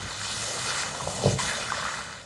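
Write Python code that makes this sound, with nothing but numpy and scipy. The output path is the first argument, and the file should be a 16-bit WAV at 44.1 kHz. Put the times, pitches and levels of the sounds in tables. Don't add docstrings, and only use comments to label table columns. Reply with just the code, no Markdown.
import sys
import numpy as np
from scipy import signal
from scipy.fft import rfft, irfft, next_fast_len
from scipy.io import wavfile
from scipy.ndimage import uniform_filter1d, map_coordinates

SR = 44100
rng = np.random.default_rng(int(sys.argv[2]) if len(sys.argv) > 2 else 0)


def output_pcm(signal):
    pcm = np.clip(np.atleast_2d(signal).T, -1, 1) * 32767
    wavfile.write(sys.argv[1], SR, np.round(pcm).astype(np.int16))


def gain_from_db(level_db):
    decades = np.asarray(level_db, float) / 20
    return 10 ** decades


N = 99225

# start_s, spray_db, crush_db, crust_pitch_hz, road_load_db, spray_brightness_db, wet_spray_db
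SLIDE = [(0, -39, -44.5, 1200, -47.5, -1, 3), (.19, -36, -43.5, 1400, -52.5, -1, -2),
         (.25, -32, -41.5, 1420, -50.5, -2, -2), (.55, -31.5, -44, 1320, -43.5, 2.5, 1.5),
         (.715, -30, -39.5, 1250, -45, -1, 2.5), (.79, -31, -37.5, 1520, -45.5, 0.5, 6),
         (.88, -36, -42.5, 1300, -47, 0, 4.5), (1.0, -38, -45, 1110, -40, 1.5, 4),
         (1.12, -33.5, -42.5, 990, -43, 2.5, -2.5), (1.24, -33.5, -44, 950, -37.5, -0.5, -3.5),
         (1.29, -32, -51, 1020, -50, 0.5, 1), (1.4, -32, -48.5, 1200, -42.5, 0.5, 0.5),
         (1.5, -32, -36.5, 1760, -41, 1, 2.5), (1.66, -37, -44, 1550, -45, -1.5, 0),
         (1.76, -37.5, -37, 1600, -44, -2.5, -7), (1.86, -37.5, -37, 1510, -45, -1, 1.5),
         (2.12, -43.5, -44, 1570, -50, -0.5, 4), (2.25, -52, -60, 1410, -55.5, -1, 3)]
# start_s, grip_db
HOP = [
    (1.335, -0.5),
    (1.355, -7.5),
    (1.384, -7),
    (1.389, 2),
    (1.41, 1),
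]
# pitch_hz, density_db (per Hz)
SPRAY_COLOUR = [(530, -26), (900, -6.5), (2060, -3.5), (2250, -7), (2980, -4), (5190, -5), (7200, -5),
                (9550, -9.5), (12100, -32.5), (15800, -62), (22000, -120)]
CRUST_BANDS_HZ = (950, 1300, 1750)
# pitch_hz, density_db (per Hz)
RUMBLE_COLOUR = [(15, -47), (25, -8.5), (112, 0), (188, -2.5), (223, -1.5), (264, -10), (380, -17.5),
                 (490, -26), (840, -120)]
# start_s, firing_hz, level_db
REVS = [
    (0, 92, -60),
    (.25, 103, -51),
    (.6, 122, -51),
    (.95, 148, -51),
    (1.15, 170, -60),
    (1.45, 205, -58),
    (1.58, 232, -48),
    (1.9, 182, -55),
    (2.25, 135, -62),
]
# firing_multiple, level_db
ENGINE_ORDERS = [
    (1, 0),
    (2, -13),
    (3, -10),
]
# start_s, peak_db, pitch_hz,
# ring_cycles (to -60 dB)
ICE_LUMPS = [(0.055, -28, 1770, 15), (.214, -21, 1640, 20), (.705, -20, 1500, 4.9), (0.722, -27, 1500, 11),
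             (.781, -22, 1800, 8.1), (.834, -12.5, 1715, 5), (.861, -24, 1180, 17),
             (.948, -20.5, 1080, 8.5), (1.0, -25, 1130, 18), (1.007, -21, 1070, 17), (1.2375, -18, 424, 9),
             (1.07, -22.5, 560, 11.4), (1.0742, -14.5, 730, 3.2), (1.187, -35, 560, 8.9),
             (1.194, -30, 960, 14), (1.2775, -17.5, 704, 4.9), (1.3875, -23.5, 2080, 22),
             (1.389, -42, 3100, 21), (1.389, -23.5, 1055, 58), (1.394, -24, 983, 53), (1.4, -23, 1037, 60),
             (1.413, -25, 1740, 40), (1.452, -19, 1210, 3.6), (1.459, -29, 2020, 13),
             (1.476, -27, 1700, 71), (1.495, -21.5, 1710, 54), (1.511, -22, 1700, 51),
             (1.552, -29, 1810, 40), (1.625, -24, 1380, 19), (1.687, -21, 1240, 11),
             (1.702, -20.5, 1530, 35), (1.7205, -12.5, 1126, 17.4), (1.7262, -21.5, 1070, 25),
             (1.744, -22.5, 1770, 61), (1.7704, -18, 1400, 3.6), (1.777, -26.5, 616, 16),
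             (1.782, -29, 1900, 8.9), (1.8, -21, 1220, 7.7), (1.824, -22, 1110, 23), (1.83, -18, 1580, 13),
             (1.8518, -22.5, 1150, 32), (1.862, -21, 1220, 15), (1.875, -21, 1400, 13),
             (1.883, -18, 1720, 15), (1.89, -22, 1130, 17), (2.109, -31, 1320, 10)]
# start_s, boom_db, knock_db
BLOWS = [(1.007, -28, -59), (1.041, -30, -68), (1.074, -27, -33), (1.131, -28, -38), (1.178, -28.5, -49),
         (1.237, -13, -26), (1.2577, -9.5, -9.5), (1.278, -31, -25), (1.298, -52, -31), (1.326, -22.5, -30),
         (1.421, -27, -47), (1.809, -43, -49)]
# pitch_hz, level_db, t60_s
BODY_MODES = [
    (58.3, -19, 0.31),
    (101.6, -8, 0.22),
    (131.7, -1, 0.17),
    (185, -1.5, 0.11),
    (265.5, -11.5, 0.14),
]
# pitch_hz, level_db, t60_s
WHEEL_MODES = [
    (358, -15.5, 0.24),
    (459, -7.5, 0.16),
    (499, 0.5, 0.055),
    (560, 6.5, 0.036),
    (605, -1.5, 0.029),
    (785, -14, 0.064),
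    (1007, -15.5, 0.098),
]
# delay_ms, level_db, phase_rad
NEAR_ECHOES = [
    (.32, -15, -2.0),
    (1.72, -12.5, -1.7),
    (1.99, -12.5, .3),
    (2.31, -20, .7),
]
# pitch_hz, level_db
MIC = [(20, -28), (55, -0.5), (9500, -0.5), (11300, -1.5), (12300, -20)]


def unit(x):
    return x / np.sqrt(np.mean(x ** 2) + 1e-20)


def curves(rows):
    s, *columns = np.transpose(rows)
    return [np.interp(np.arange(N) / SR, s, column) for column in columns]


def wobble(rate):
    knots = rng.standard_normal(int(N * rate / SR) + 4)
    return map_coordinates(knots, [np.arange(N) * rate / SR])


def filtered(x, response):
    size = next_fast_len(N + 8192)
    return irfft(rfft(x, size) * response(np.fft.rfftfreq(size, 1 / SR)), size)[:N]


def peak(hz, width_hz):
    return lambda f: (1j * f * width_hz / (hz * hz - f * f + 1j * f * width_hz)) ** 2


def colour(points):
    point_hz, db = np.transpose(points)
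    return lambda f: gain_from_db(np.interp(np.log(f + 1), np.log(point_hz + 1), db))


def rush(response, patchy_db):
    z = signal.stft(rng.standard_normal(N), nperseg=512)[2]
    patches = uniform_filter1d(rng.standard_normal(z.shape), 10, 0)
    patches = unit(uniform_filter1d(patches, 10, 1))
    noise = signal.istft(z * gain_from_db(patchy_db * patches), nperseg=512)[1][:N]
    return unit(filtered(noise, response))


def grains(s, hz, gain, t60_cycles, size, rise_cycles=0.22):
    cycles = hz[:, None] * np.arange(size) / SR
    rise = 1 - np.exp(-(cycles / rise_cycles) ** 2)
    wave = gain[:, None] * np.sin(2 * np.pi * cycles) * gain_from_db(-60 * cycles / t60_cycles) * rise
    at = np.round(s * SR).astype(int)[:, None] + np.arange(size)
    return np.bincount(at.ravel(), wave.ravel(), N + size + 1)[:N]


def scatter(count):
    u = rng.random((count, 4))
    s = u[:, 0] * (N - 1) / SR
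    normal = np.sqrt(-2 * np.log(u[:, 1])) * np.cos(2 * np.pi * u[:, 3])
    return s, normal, np.minimum(-np.log(u[:, 2]), 3.5)


def snow_spray(bright_db, wet_db):
    s, g, e = scatter(count=5000)
    speck_hz = np.clip(5000 * np.exp(0.39 * g), 1500, 9500)
    specks = unit(grains(s, speck_hz, gain_from_db(4.3 * e), 4.4, size=96))
    mist = unit(rush(colour(SPRAY_COLOUR), patchy_db=2.06) + gain_from_db(-6) * specks)
    fine = filtered(mist, lambda f: 1 / (1 + (5500 / (f + 1)) ** 6))
    wet = filtered(mist, lambda f: 1 / (1 + (f / 2400) ** 10))
    body = mist - fine - wet + gain_from_db(wet_db) * wet
    return gain_from_db(-bright_db) * body + gain_from_db(bright_db) * fine


def scrape(crust_hz):
    shares = [np.interp(crust_hz, CRUST_BANDS_HZ, row) for row in np.eye(3)]
    return sum(np.sqrt(share) * rush(peak(hz, 0.45 * hz), patchy_db=3.0)
               for share, hz in zip(shares, CRUST_BANDS_HZ))


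def crushed_crust(crust_hz):
    s, g, e = scatter(count=2400)
    hz = crust_hz[(s * SR).astype(int)] * np.exp(0.21 * g)
    crust = unit(grains(s, hz, gain_from_db(3 * e), 6.64, size=512, rise_cycles=0.94))
    return unit(crust + gain_from_db(-4.5) * scrape(crust_hz))


def road_drone(load_db):
    drone = gain_from_db(load_db + 1.5 * wobble(25)) * rush(peak(560, 313), patchy_db=1.2)
    rumble_db = -46 + 0.55 * (load_db - load_db.mean()) + 1.5 * wobble(14.0)
    return drone + gain_from_db(rumble_db) * rush(colour(RUMBLE_COLOUR), patchy_db=-0.5)


def tyres():
    spray_db, crush_db, crust_hz, load_db, bright_db, wet_db = curves(SLIDE)
    grip_db, = curves(HOP)
    shake_db = 0.2 * wobble(9) + 0.6 * wobble(35)
    spray = gain_from_db(spray_db + grip_db + shake_db) * snow_spray(bright_db, wet_db)
    crush_gain = gain_from_db(crush_db + 2 * grip_db + shake_db + 0.24 * wobble(25.2))
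    return spray + crush_gain * crushed_crust(crust_hz) + road_drone(load_db)


def engine():
    hz, db = curves(REVS)
    phase = 2 * np.pi * np.cumsum(hz * (1 + 0.0105 * wobble(30.2))) / SR
    orders = sum(gain_from_db(order_db + 2.2 * wobble(14)) * np.sin(k * phase) for k, order_db in ENGINE_ORDERS)
    return np.sqrt(2) * gain_from_db(db) * orders


def gust():
    level_db, t60_s = -41.5, 1.6
    return gain_from_db(level_db - 60 * np.arange(N) / SR / t60_s) * rush(peak(71, 160), patchy_db=3.0)


def lumps():
    s, db, hz, ring_cycles = np.transpose(ICE_LUMPS)
    rise_cycles, tail_db, tail_s = 0.95, -15, 0.066
    crack_gain = gain_from_db(db + 60 * rise_cycles / ring_cycles)
    cracks = grains(s, hz, crack_gain, ring_cycles[:, None], size=2048, rise_cycles=rise_cycles)
    late, pitch, level = np.moveaxis(rng.random((len(s), 3, 6)), 1, 0)
    bit_s = s[:, None] + 0.003115 + tail_s * late / 2
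    bit_hz = hz[:, None] * (1.22 + 0.5 * pitch)
    bit_db = db[:, None] + tail_db - 12.0 * late + 3.5 * level
    return cracks + grains(bit_s.ravel(), bit_hz.ravel(), gain_from_db(bit_db).ravel(), 10.0, size=768)


def street(x):
    t = np.arange(SR // 2) / SR
    tail = rng.standard_normal(len(t)) * gain_from_db(-60 * t / 0.42) * (t > 0.012)
    return signal.fftconvolve(x, tail / np.linalg.norm(tail))[:N]


def struck(modes, rise_s):
    t = np.arange(SR // 2) / SR
    ring = 0
    for hz, db, t60_s in modes:
        decay = gain_from_db(db + rng.normal(0, 0.8) - 60 * t / t60_s)
        ring = ring + decay * np.sin(2 * np.pi * hz * t + rng.normal(0, 0.3))
    return ring * (1 - np.exp(-(t / rise_s) ** 2))


def kerb():
    out = np.zeros(N + SR)
    for s, boom_db, knock_db in BLOWS:
        boom = gain_from_db(boom_db - 1.0) * struck(BODY_MODES, rise_s=0.011)
        knock = gain_from_db(knock_db - 4.5) * struck(WHEEL_MODES, rise_s=0.002)
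        out[round(s * SR):][:len(boom)] += boom - knock
    return out[:N]


def scene():
    hits = lumps() + kerb()
    mix = tyres() + engine() + gust() + hits + gain_from_db(-7) * street(hits)
    return mix[None]


def band_limit(x):
    return signal.sosfilt(signal.butter(12, 12290, fs=SR, output="sos"), x)


def record(dry):
    def response(f):
        echoes = sum(gain_from_db(db) * np.exp(-1j * (2 * np.pi * f * ms / 1000 + rad)) for ms, db, rad in NEAR_ECHOES)
        return colour(MIC)(f) * (1 + echoes / (1 + (f / 8150) ** 8))

    heard = filtered(dry[0], response)
    return band_limit(heard[None])


dry = scene()
out = record(dry)
output_pcm(out)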